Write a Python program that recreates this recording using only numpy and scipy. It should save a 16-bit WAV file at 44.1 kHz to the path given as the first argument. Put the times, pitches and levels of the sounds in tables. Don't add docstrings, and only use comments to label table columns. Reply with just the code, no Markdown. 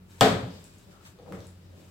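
import sys
import numpy as np
from scipy import signal
from scipy.fft import rfft, irfft
from scipy.io import wavfile

SR = 44100
rng = np.random.default_rng(int(sys.argv[2]) if len(sys.argv) > 2 else 0)


def waveform_to_disk(signal):
    frames = np.transpose(np.atleast_2d(signal))
    scaled = np.clip(frames, -1, 1) * 32767
    samples = np.round(scaled).astype(np.int16)
    wavfile.write(sys.argv[1], SR, samples)


N = 83790


def undb(db):
    return 10 ** (np.asarray(db) / 20)


def unit(x):
    return x / np.sqrt(np.mean(x ** 2))


def at(points, hz, axis=1):
    rows = np.array(points, float)
    return np.interp(np.log(hz + 1e-9), np.log(rows[:, 0]), rows[:, axis])


def clock():
    return np.arange(N) / SR


def bins():
    return np.arange(N // 2 + 1) * SR / N


def pan(difference_db):
    return undb(np.array([[difference_db], [-difference_db]]) / 2)


def colour(x, points):
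    return unit(irfft(rfft(x) * undb(at(points, bins())), N))


def through(x, response):
    return signal.fftconvolve(np.atleast_2d(x), response, axes=1)[:, :N]


def fade(t60):
    return np.exp(-np.log(1000) * clock() / t60)


def ring(modes):
    out = np.zeros(N)
    for k, (hz, db, t60) in enumerate(modes):
        out += (-1) ** k * undb(db) * np.sin(2 * np.pi * hz * clock()) * fade(t60)
    return out


# pitch_hz, likeness (0-1), left_minus_right_db
DIFFUSE_FIELD = [(60, 1, 5), (250, 0.8, -0.5), (600, 0.4, 3), (1400, 0, 4), (3000, 0, 4), (6000, 0, 1),
                 (13000, 0, -0.5)]


def diffuse(pair):
    mid, side = rfft(pair)
    alike = np.clip(at(DIFFUSE_FIELD, bins()), -.99, .995)
    lean = undb(at(DIFFUSE_FIELD, bins(), axis=2) / 2)
    mid = mid * np.sqrt(1 + alike)
    side = side * np.sqrt(1 - alike)
    return unit(irfft(np.array([(mid + side) * lean, (mid - side) / lean]), N))


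GRAINS_PER_S, GRAIN_SPREAD_DB, GRAIN_TAIL_S = 880, 5.5, 0.037


def friction(level, points):
    chosen = rng.random((2, N)) < GRAINS_PER_S / SR
    strength = rng.standard_normal((2, N)) * undb(GRAIN_SPREAD_DB * rng.standard_normal((2, N)))
    smear = rng.standard_normal((2, N)) * np.exp(-clock() / GRAIN_TAIL_S)
    texture = colour(diffuse(through(chosen * strength, smear)), points)
    return texture * undb(np.interp(clock(), *np.array(level).T))


# pitch_hz, t60_s
ROOM_DECAY = [(80, 1), (210, 0.75), (560, 0.56), (1470, 0.51), (3880, 0.48), (10200, 0.38)]
ECHO_BUILD_S = 0.002


def room(points):
    field = rfft(colour(diffuse(rng.standard_normal((2, N))), points))
    band = np.round(2 * np.log2(np.maximum(bins(), 20)))
    out = np.zeros((2, N))
    for k in np.unique(band):
        out += irfft(field * (band == k), N) * fade(at(ROOM_DECAY, 2 ** (k / 2)))
    return out * (1 - np.exp(-clock() / ECHO_BUILD_S))


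def waver():
    t = clock()
    return np.interp(t, np.linspace(0, t[-1], 24), rng.standard_normal(24))


# pitch_hz, level_db (rms)
HUM_TONES = [(91.5, -56.5), (183, -68.5)]
HUM_WAVER_DB, HUM_WAVER_RAD = 6.5, 0.19


def hum():
    out = np.zeros(N)
    for hz, db in HUM_TONES:
        gain = np.sqrt(2) * undb(db + HUM_WAVER_DB * waver())
        out += gain * np.sin(2 * np.pi * hz * clock() + HUM_WAVER_RAD * waver())
    return out


# (per Hz, relative)
AIR_COLOUR = [(20, -35.5), (33, -24), (48, -1), (65, -7), (95, 1), (130, -3.5), (170, -1.5), (250, -9),
              (370, -8.5), (700, -20.5), (1500, -24), (4000, -31), (8000, -37.5), (16000, -36)]
AIR_DB = -55.5


def room_noise():
    return undb(AIR_DB) * colour(diffuse(rng.standard_normal((2, N))), AIR_COLOUR)


# time_s, level_db
CLOTHES_LEVEL = [(0, -71), (.08, -70), (.11, -59.5), (.2, -56), (.45, -61), (.56, -56.5), (.69, -59.5),
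                 (.78, -61), (.86, -66), (.92, -60), (.99, -68), (1.07, -54), (1.2, -73), (1.28, -67),
                 (1.35, -56.5), (1.46, -61.5), (1.56, -76), (1.63, -66.5), (1.7, -72), (1.79, -62.5),
                 (1.9, -62)]
# (per Hz, relative)
CLOTHES_COLOUR = [(300, 4.5), (1200, 4.5), (2200, 3), (4500, -0.5), (6000, -1), (8000, 2), (9500, -6),
                  (16000, -7.5)]


def clothes():
    return friction(CLOTHES_LEVEL, CLOTHES_COLOUR)


# pitch_hz, level_db (per Hz, relative), left_minus_right_db
CRACK_COLOUR = [(100, 2.5, -0.5), (305, -18.5, 4), (653, 14, 6), (1000, 8.5, 1.5), (1570, -8, 3),
                (2300, -19, 4.5), (3300, 5.5, -3.5), (4100, -6, 4), (5140, 0, -0.5), (6100, -16.5, -4.5),
                (7800, 0.5, 3.5), (9500, -25.5, 3.5), (12800, -19, -16), (15900, -17, -1)]
CRACK_S = 0.0018


def crack():
    burst = rfft(colour(rng.standard_normal(N), CRACK_COLOUR))
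    lean = undb(at(CRACK_COLOUR, bins(), axis=2) / 2)
    pair = irfft(np.array([burst * lean, burst / lean]), N) * np.exp(-clock() / CRACK_S)
    return pair * np.sqrt(CRACK_S * SR / np.sum(pair ** 2))


# pitch_hz, level_db (relative)
TABLE_MODES = [(105, -20.5), (124, -10.5), (173, -7), (213, -4.5), (265, -2.5), (426, 1.5), (437, -4.5),
               (462, -5.5), (532, -2.5), (586, -3.5), (609, -5), (640, -3), (706, -1.5), (742, -7.5),
               (783, 0), (948, -12), (1117, -22)]
TABLE_T60_S, TABLE_T60_SLOPE = 0.41, 0.42


def tabletop():
    return ring([(hz, db, TABLE_T60_S * (hz / 500) ** -TABLE_T60_SLOPE) for hz, db in TABLE_MODES])


# pitch_hz, level_db (relative), t60_s
SHELL_MODES = [(1270, -6, 0.42), (1754, -7, .2), (1823, -5, .16), (2708, -2.5, 0.039), (2887, -3.5, .1),
               (3330, 8.5, 0.016), (4800, 7, 0.0056), (7620, -0.5, 0.0086)]


def shell():
    return ring(SHELL_MODES)


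# (per Hz, relative)
ECHO_COLOUR = [(30, -33.5), (60, -15.5), (120, -20.5), (200, -5), (335, -9), (450, -3.5), (720, -3.5),
               (860, -9.5), (1000, -8.5), (1700, -12), (2400, -15.5), (2800, -18.5), (3400, -13),
               (4800, -19.5), (6000, -26), (7800, -22), (9500, -33.5), (16000, -30.5)]


def echo():
    return room(ECHO_COLOUR)


# start_s, level_db (relative), brightness_hz (low for a soft contact)
TABLE_BLOWS = [(0.2096, -1, 13300), (.2205, -14, 820), (1.187, -43, 1200), (1.2602, -40, 1280),
               (1.278, -40, 600), (1.323, -36.5, 1000)]
CRACK_DB, TABLE_DB, SHELL_DB, ECHO_DB = -9, -19, -21, -13.5
TABLE_PAN_DB, SHELL_PAN_DB = 3, 4.5
TOP_HZ = 16100


def bottle_on_table():
    body = undb(CRACK_DB) * crack()
    body = body + undb(TABLE_DB) * tabletop() * pan(TABLE_PAN_DB)
    body = body + undb(SHELL_DB) * shell() * pan(SHELL_PAN_DB)
    body = body + undb(ECHO_DB) * echo()
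    force = np.zeros(N)
    for start, db, hz in TABLE_BLOWS:
        push = signal.unit_impulse(N, int(start * SR)) + 1e-18
        force += undb(db) * signal.lfilter(*signal.butter(2, min(hz, TOP_HZ), fs=SR), push)
    return through(force, body)


# start_s, level_db (before rise and decay), pitch_hz
WATER_THUMPS = [(0.211, -13, 123), (0.305, -22, 110), (.325, -21, 163), (.358, -23, 104),
                (0.431, -24, 119.4), (.474, -28.5, 175.6), (1.279, -44, 171), (1.346, -35.5, 100),
                (1.386, -36, 97), (1.462, -42.5, 92)]
THUMP_RISE_S, THUMP_DECAY_S = .005, 0.02


def water():
    out = np.zeros(N)
    for start, db, hz in WATER_THUMPS:
        age = np.maximum(clock() - start, 0)
        swell = (1 - np.exp(-age / THUMP_RISE_S)) * np.exp(-age / THUMP_DECAY_S)
        out += undb(db) * np.sin(2 * np.pi * hz * age) * swell
    return out


# time_s, level_db
SETTLING_LEVEL = [(.45, -84), (.51, -55), (.58, -57.5), (.65, -66), (.72, -70)]
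# (per Hz, relative)
SETTLING_COLOUR = [(1500, -19), (2900, -5), (4000, -5), (4900, -4.5), (5800, -10), (9000, -25)]


def scrape():
    return friction(SETTLING_LEVEL, SETTLING_COLOUR)


# start_s, level_db (relative), pitch_hz
PLASTIC_TICKS = [(0.6416, -43, 7800), (0.7841, -50.5, 7000), (1.1887, -49.5, 3350), (1.3237, -39, 1230),
                 (1.405, -44, 4700), (1.426, -50, 3930), (1.4694, -48.5, 8200)]
TICK_S, TICK_OCTAVES, TICK_ROOM_DB = 0.001, 0.31, -14


def ticks():
    t, direct = clock(), np.zeros(N)
    for start, db, hz in PLASTIC_TICKS:
        shape = 1 / (1 + (np.log2((bins() + 1) / hz) / TICK_OCTAVES) ** 2)
        click = unit(irfft(rfft(rng.standard_normal(N)) * shape, N))
        direct += undb(db) * click * (t >= start) * np.exp(-abs(t - start) / TICK_S)
    tail = room([(20, 0), (20000, 0)]) / np.sqrt(TICK_S * SR / 2)
    return direct + undb(TICK_ROOM_DB) * through(direct, tail)


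# time_s, level_db
BASE_LEVEL = [(.8, -80), (.89, -52), (1, -66), (1.18, -62), (1.25, -52), (1.33, -42), (1.4, -45.5),
              (1.47, -56), (1.55, -70), (1.72, -60.5), (1.78, -53.5), (1.9, -63.5)]
# (per Hz, relative)
BASE_COLOUR = [(50, -12.5), (100, 6), (170, 9.5), (230, -3.5), (340, 1), (410, 0.5), (500, -1.5),
               (590, -0.5), (820, -12.5), (1000, -16), (1300, -22), (2500, -27.5), (6000, -47.5)]


def rub():
    return friction(BASE_LEVEL, BASE_COLOUR)


# time_s, level_db
UPRIGHT_LEVEL = [(.88, -80), (.95, -58), (1.01, -63.5), (1.1, -76)]
# (per Hz, relative)
UPRIGHT_COLOUR = [(500, -26.5), (680, -1), (1000, -14), (1270, 5.5), (1600, -13.5), (3000, -19.5),
                  (6000, -37)]


def slide():
    return friction(UPRIGHT_LEVEL, UPRIGHT_COLOUR)


# start_s, level_db (relative)
FINGER_KNOCKS = [(1.1874, -47), (1.222, -50), (1.279, -44), (1.322, -50.5), (1.4, -47.5)]
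# pitch_hz, level_db (relative), t60_s
HOLLOW_MODES = [(461, -9, 0.44), (494, 1.5, 0.13), (540, -13, 0.26), (837, -4.5, 0.043)]


def knocks():
    force = np.zeros(N)
    for start, db in FINGER_KNOCKS:
        force += undb(db) * signal.unit_impulse(N, int(start * SR))
    return through(force, ring(HOLLOW_MODES) * pan(TABLE_PAN_DB))


def scene():
    place = hum() + room_noise() + clothes()
    landing = bottle_on_table() + water()
    handling = scrape() + ticks() + rub() + slide() + knocks()
    return place + landing + handling


def record(dry):
    rounded = dry / (1 + (dry / .95) ** 6) ** (1 / 6)
    lowpass = signal.ellip(10, .1, 70, TOP_HZ, fs=SR, output="sos")
    return signal.sosfilt(lowpass, rounded)


dry = scene()
out = record(dry)
waveform_to_disk(out)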